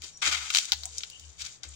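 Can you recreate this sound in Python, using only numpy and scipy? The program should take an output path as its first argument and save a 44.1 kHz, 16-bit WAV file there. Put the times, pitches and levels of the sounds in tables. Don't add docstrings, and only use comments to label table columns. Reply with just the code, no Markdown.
import sys
import numpy as np
from scipy import signal
from scipy.fft import rfft, irfft, next_fast_len
from scipy.io import wavfile

SR = 44100
rng = np.random.default_rng(int(sys.argv[2]) if len(sys.argv) > 2 else 0)


def master_out(mix):
    frames = np.transpose(np.atleast_2d(mix))
    ceiling = np.clip(frames, -1, 1)
    pcm = np.round(ceiling * 32767).astype(np.int16)
    wavfile.write(sys.argv[1], SR, pcm)


N = 77175
CLICK_SAMPLES = 1024
ONE_PORT_SHARE = .4


def undb(db):
    return 10 ** (np.asarray(db) / 20)


def unit(x):
    return x / np.sqrt(np.mean(x ** 2) + 1e-18)


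def times():
    return np.arange(N) / SR


def curve(rows):
    return undb(np.interp(times(), *np.array(rows).T))


def shape(x, gain_db):
    size = 2 * next_fast_len(len(x) // 2 + CLICK_SAMPLES)
    octave = np.log2(np.maximum(np.arange(size // 2 + 1) * SR / size, 1))
    cepstrum = irfft(np.log(undb(gain_db(octave))))
    cepstrum[1:size // 2] *= 2
    cepstrum[size // 2 + 1:] = 0
    return irfft(rfft(x, size) * np.exp(rfft(cepstrum)))[:len(x)]


def colour(x, points):
    hz, db = np.array(points).T
    return shape(x, lambda octave: np.interp(octave, np.log2(hz), db))


def wander(rate_hz):
    knots = rng.standard_normal(N // 50)
    return 1.2 * np.interp(times() * rate_hz, np.arange(len(knots)), knots)


def clicks(per_s, spread_db, size=N):
    hits = rng.random(size) < per_s / SR
    signs = rng.choice([-1, 1], size)
    return hits * signs * undb(spread_db * np.clip(rng.standard_normal(size), -3, 3))


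def tail(decay_s, size=N):
    return unit(rng.standard_normal(size) * np.exp(-np.arange(size) / SR / decay_s)) / np.sqrt(size)


def delay(x, start_s):
    return np.concatenate([np.zeros(round(start_s * SR)), x, np.zeros(N - len(x))])[:N]


def crackle(per_s, spread_db, spectrum):
    edges_hz = [20, 1000, 2000, 4000, 8000, 18000]
    out = 0
    for band in zip(edges_hz, edges_hz[1:]):
        shared = clicks(per_s * (1 - ONE_PORT_SHARE), spread_db)
        ticks = [unit(shared + clicks(per_s * ONE_PORT_SHARE, spread_db)) for _ in range(2)]
        out += signal.sosfilt(signal.butter(2, band, "band", fs=SR, output="sos"), ticks)
    return unit(np.array([colour(side, spectrum) for side in out]))


# freq_hz, gain_db
AIR_SPECTRUM = [(20, -3.5), (50, -4.5), (110, 1.5), (250, -9.5), (600, -10.5), (2000, -14), (7000, -33),
                (10000, -42), (16000, -51)]
def air():
    return undb(-61) * unit(colour(rng.standard_normal(N), AIR_SPECTRUM))


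# time_s, level_db
HUM_SWELLS = [(0.0, -50), (0.048, -57.5), (0.082, -69), (0.214, -75), (0.276, -48.5), (0.418, -50.5),
              (0.642, -86), (0.75, -47), (0.96, -53), (1.126, -78), (1.242, -50), (1.306, -48),
              (1.34, -70.5), (1.438, -49.5), (1.51, -82), (1.618, -81), (1.676, -44.5), (1.75, -50)]
def hum(pitch_hz=73.3, waver=0.065, trim_db=-0.5):
    hz = pitch_hz * (1 + waver * wander(25.44))
    return curve(HUM_SWELLS) * undb(trim_db) * unit(np.sin(2 * np.pi * np.cumsum(hz) / SR))


# middle_s, half_length_s, pitch_hz, glide_hz_per_s, level_db, blur_hz
BIRD_CALLS = [(0.169, 0.048, 5630, -4, -54.5, 87.3), (.86, 0.027, 707, 2000.5, -50.5, 90.25),
              (0.871, 0.033, 984, 1001, -57.5, 60.7), (0.972, 0.076, 470.5, -1, -63.5, 101),
              (1.148, 0.031, 2925, 1198, -46.5, 479.5), (1.228, 0.054, 2950, 0, -57.5, 300)]
def birds():
    t, out = times(), 0
    for middle, half, hz, glide, db, blur in BIRD_CALLS:
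        phase = 2 * np.pi * np.cumsum(hz + glide * (t - middle)) / SR
        tone = unit(wander(blur) * np.sin(phase) + wander(blur) * np.cos(phase))
        out += undb(db) * np.exp(-((t - middle) / half) ** 2) * tone
    return out


# start_s, level_db
FOOTFALLS = [(0.033, -55.5), (.262, -45.5), (.575, -59.5), (1.644, -57)]
# freq_hz, gain_db
PAT_SPECTRUM = [(60, -9), (150, -10), (300, -8.5), (550, -2), (900, -22), (2000, -58)]
def pats(rise_s=0.0105):
    t = times()
    push = t / rise_s * np.exp(1 - t / rise_s)
    weight = sum(delay(push, start) * undb(db) for start, db in FOOTFALLS)
    return weight * unit(colour(rng.standard_normal(N), PAT_SPECTRUM))


# time_s, level_db
DRAG_LEVELS = [(0, -59.5), (.07, -41.5), (.15, -58.5), (.21, -55), (.4, -45), (.52, -38.5), (.65, -41.5),
               (.71, -49), (.81, -45), (.9, -47.5), (.99, -42), (1.08, -50), (1.3, -52.5), (1.345, -56.5),
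               (1.54, -47), (1.605, -65), (1.68, -50), (1.75, -47.5)]
# freq_hz, gain_db
LITTER_SPECTRUM = [(200, -26.5), (800, -20), (1800, -11.5), (3200, -2.5), (5000, -1), (7300, 4),
                   (8500, -1.5), (10000, -15), (16000, -22.5)]
def belly():
    return curve(DRAG_LEVELS) * crackle(per_s=700, spread_db=2, spectrum=LITTER_SPECTRUM)


# start_s, level_db, pitch_ratio
STICK_KNOCKS = [(0.502, -30.5, 1.58), (.7212, -32, 1.027), (1.033, -40.5, 1.7)]
# pitch_hz, level_db, t60_s
STICK_MODES = [(789, 0, 0.058), (907, 2, 0.051), (1424, 5.5, 0.021), (1654, 4, 0.037), (1954, 3, 0.044),
               (2320, -22, 0.022)]
def sticks(contact_s=0.002):
    t, out = times(), 0
    onset = 1 - np.exp(-(t / contact_s) ** 2)
    for start, db, ratio in STICK_KNOCKS:
        ring = 0
        for hz, mode_db, t60 in STICK_MODES:
            ring += undb(mode_db - 60 * ratio * t / t60) * np.sin(2 * np.pi * hz * ratio * t)
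        out += delay(ring * onset, start) * undb(db)
    return out


# peak_s, rise_s, fall_s, leaf_db, soil_db
FOOT_STROKES = [(0.049, 0.023, 0.017, -38.5, -49.5), (0.226, 0.0065, 0.025, -26.5, -26),
                (0.273, .019, 0.024, -22, -22.5), (0.324, 0.013, 0.051, -27, -25.5),
                (0.43, 0.01, 0.063, -37, -36), (0.564, 0.033, 0.052, -26.5, -44),
                (.685, .008, 0.024, -38.5, -43.5), (1.416, 0.024, 0.014, -34.5, -54.5),
                (1.456, 0.018, 0.034, -38, -46), (1.64, 0.0083, 0.024, -44.5, -44)]
# freq_hz, gain_db
LEAF_SPECTRUM = [(200, -71), (700, -26.5), (1400, -11), (2500, -3.5), (4500, 0), (7200, -0.5), (8500, -4),
                 (10500, -13.5), (16000, -20)]
SOIL_SPECTRUM = [(100, -22), (350, -27), (650, -14), (1200, -4.5), (2200, -0.5), (3500, -2.5),
                 (7000, -20.5), (10000, -18), (16000, -32.5)]
def feet(grains_per_s=2200, spread_db=4, slip_db=1.6, slips_per_s=190):
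    t, leaf_power, soil_power = times(), 0, 0
    for peak, rise, fall, leaf_db, soil_db in FOOT_STROKES:
        push = np.exp(-(np.minimum(t - peak, 0) / rise) ** 2 - np.maximum(t - peak, 0) / fall)
        leaf_power += (push * undb(leaf_db)) ** 2
        soil_power += (push * undb(soil_db)) ** 2
    slip = undb(slip_db * wander(slips_per_s))
    leaves = np.sqrt(leaf_power) * crackle(grains_per_s, spread_db, LEAF_SPECTRUM)
    soil = np.sqrt(soil_power) * crackle(grains_per_s, spread_db, SOIL_SPECTRUM)
    return slip * (leaves + soil)


# start_s, length_s, level_db
LEAF_CRUNCHES = [(0.042, 0.0048, -38.5), (0.5017, 0.004, -22.5), (0.539, 0.0019, -21), (0.548, 0.0021, -11),
                 (.558, 0.0036, -16.5), (.5701, 0.00195, -11.5), (0.5846, 0.00272, -13),
                 (0.6456, 0.0031, -33.5), (1.414, 0.0028, -31.5), (1.444, 0.0038, -46)]
# freq_hz, gain_db
FRACTURE_SPECTRUM = [(200, -45.5), (600, -21), (1300, -7), (3200, 5.5), (5500, 2.5), (7200, -0.5),
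                     (9000, -2), (11000, -11), (16000, -13.5)]
def crunches(fractures_per_s=5000, spread_db=3.5):
    t, out = times()[:CLICK_SAMPLES], np.zeros((2, N))
    for start, length, db in LEAF_CRUNCHES:
        gain = undb(db) * np.sqrt(length * SR / CLICK_SAMPLES)
        shared = clicks(fractures_per_s * (1 - ONE_PORT_SHARE), spread_db, CLICK_SAMPLES)
        for side in range(2):
            own = clicks(fractures_per_s * ONE_PORT_SHARE, spread_db, CLICK_SAMPLES)
            fractures = (shared + own) * (t < length)
            out[side] += gain * delay(unit(colour(fractures, FRACTURE_SPECTRUM)), start)
    return out


# start_s, level_db, centre_hz, width_octaves, crack_db
STALK_SNAPS = [(0.0203, -30.5, 4570, 0.9, -30), (0.174, -36, 6940, 0.23, -27),
               (0.5792, -19.5, 5060, 0.74, -25), (0.655, -24, 5960, 0.67, -34),
               (0.7203, -7, 4066, 0.49, -16), (0.732, -18, 3800, 0.52, -13), (.735, -20, 4000, 0.43, -16),
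               (.835, -24, 4550, 0.19, -17.5), (0.8554, -20, 7400, 0.32, -17),
               (0.908, -42, 4500, 0.25, -30), (.974, -33.5, 5960, 0.66, -30), (.9826, -18, 6000, 0.44, -40),
               (1.007, -31.5, 3420, 0.68, -30), (1.0346, -22.5, 3390, 0.48, -31),
               (1.0375, -29.5, 3300, 0.8, -19), (1.1002, -32, 6530, 0.66, -17),
               (1.197, -35, 5400, 0.79, -22), (1.452, -29.5, 5030, 0.56, -30),
               (1.463, -27.5, 4360, 0.51, -39), (1.634, -26, 4800, 0.58, -32),
               (1.6893, -33.5, 7560, 0.14, -32)]
def snaps(shiver_db=-7, shiver_s=.0013):
    out = np.zeros((2, N))
    low_cut = signal.butter(3, 1000, "high", fs=SR, output="sos")
    for start, db, hz, width, crack_db in STALK_SNAPS:
        def stalk_db(octave):
            band = np.exp(-.5 * ((octave - np.log2(hz)) / width) ** 2)
            return 20 * np.log10(band + undb(crack_db))
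        for side in range(2):
            shiver = undb(shiver_db) * tail(shiver_s, CLICK_SAMPLES)
            snap = shape(signal.unit_impulse(CLICK_SAMPLES) + shiver, stalk_db)
            out[side] += delay(unit(signal.sosfilt(low_cut, snap)), start) * undb(db)
    return out * np.sqrt(SR / 1000 / CLICK_SAMPLES)


def scene(right_lag_s=.000875):
    lizard = feet() + pats() + belly() + crunches() + snaps() + sticks()
    calls, low_hum = birds(), hum()
    out = []
    for direct, lag in zip(lizard, (0, right_lag_s)):
        ground = undb(-5.5) * tail(decay_s=0.0062)
        yard = undb(-13.5) * tail(decay_s=0.039)
        echoes = signal.fftconvolve(direct, delay(ground + yard, 0.0009484))[:N]
        out.append(delay(direct + calls + echoes, lag) + low_hum + air())
    return np.array(out)


# freq_hz, gain_db
MIC_RESPONSE = [(100, 1.5), (3500, 0), (7000, -0.5), (8500, -6.5), (10000, -13), (13700, -19.5),
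                (14900, -11.5), (15500, -12), (16000, -16)]
# freq_hz, lead_db
LEFT_PORT_LEAD = [(70, 7.5), (130, 6), (300, 9), (700, 10.5), (1200, 10.5), (2300, 9), (4000, 7), (7000, 3),
                  (9000, 0), (12000, -3), (15000, -7.5)]
def record(dry, clip_level=.95, top_hz=15900):
    left, right = (colour(side, MIC_RESPONSE) for side in dry)
    right = colour(right, [(hz, -db) for hz, db in LEFT_PORT_LEAD])
    top_cut = signal.ellip(10, .2, 80, top_hz, fs=SR, output="sos")
    return signal.sosfilt(top_cut, np.clip([left, right], -clip_level, clip_level))


dry = scene()
out = record(dry)
master_out(out)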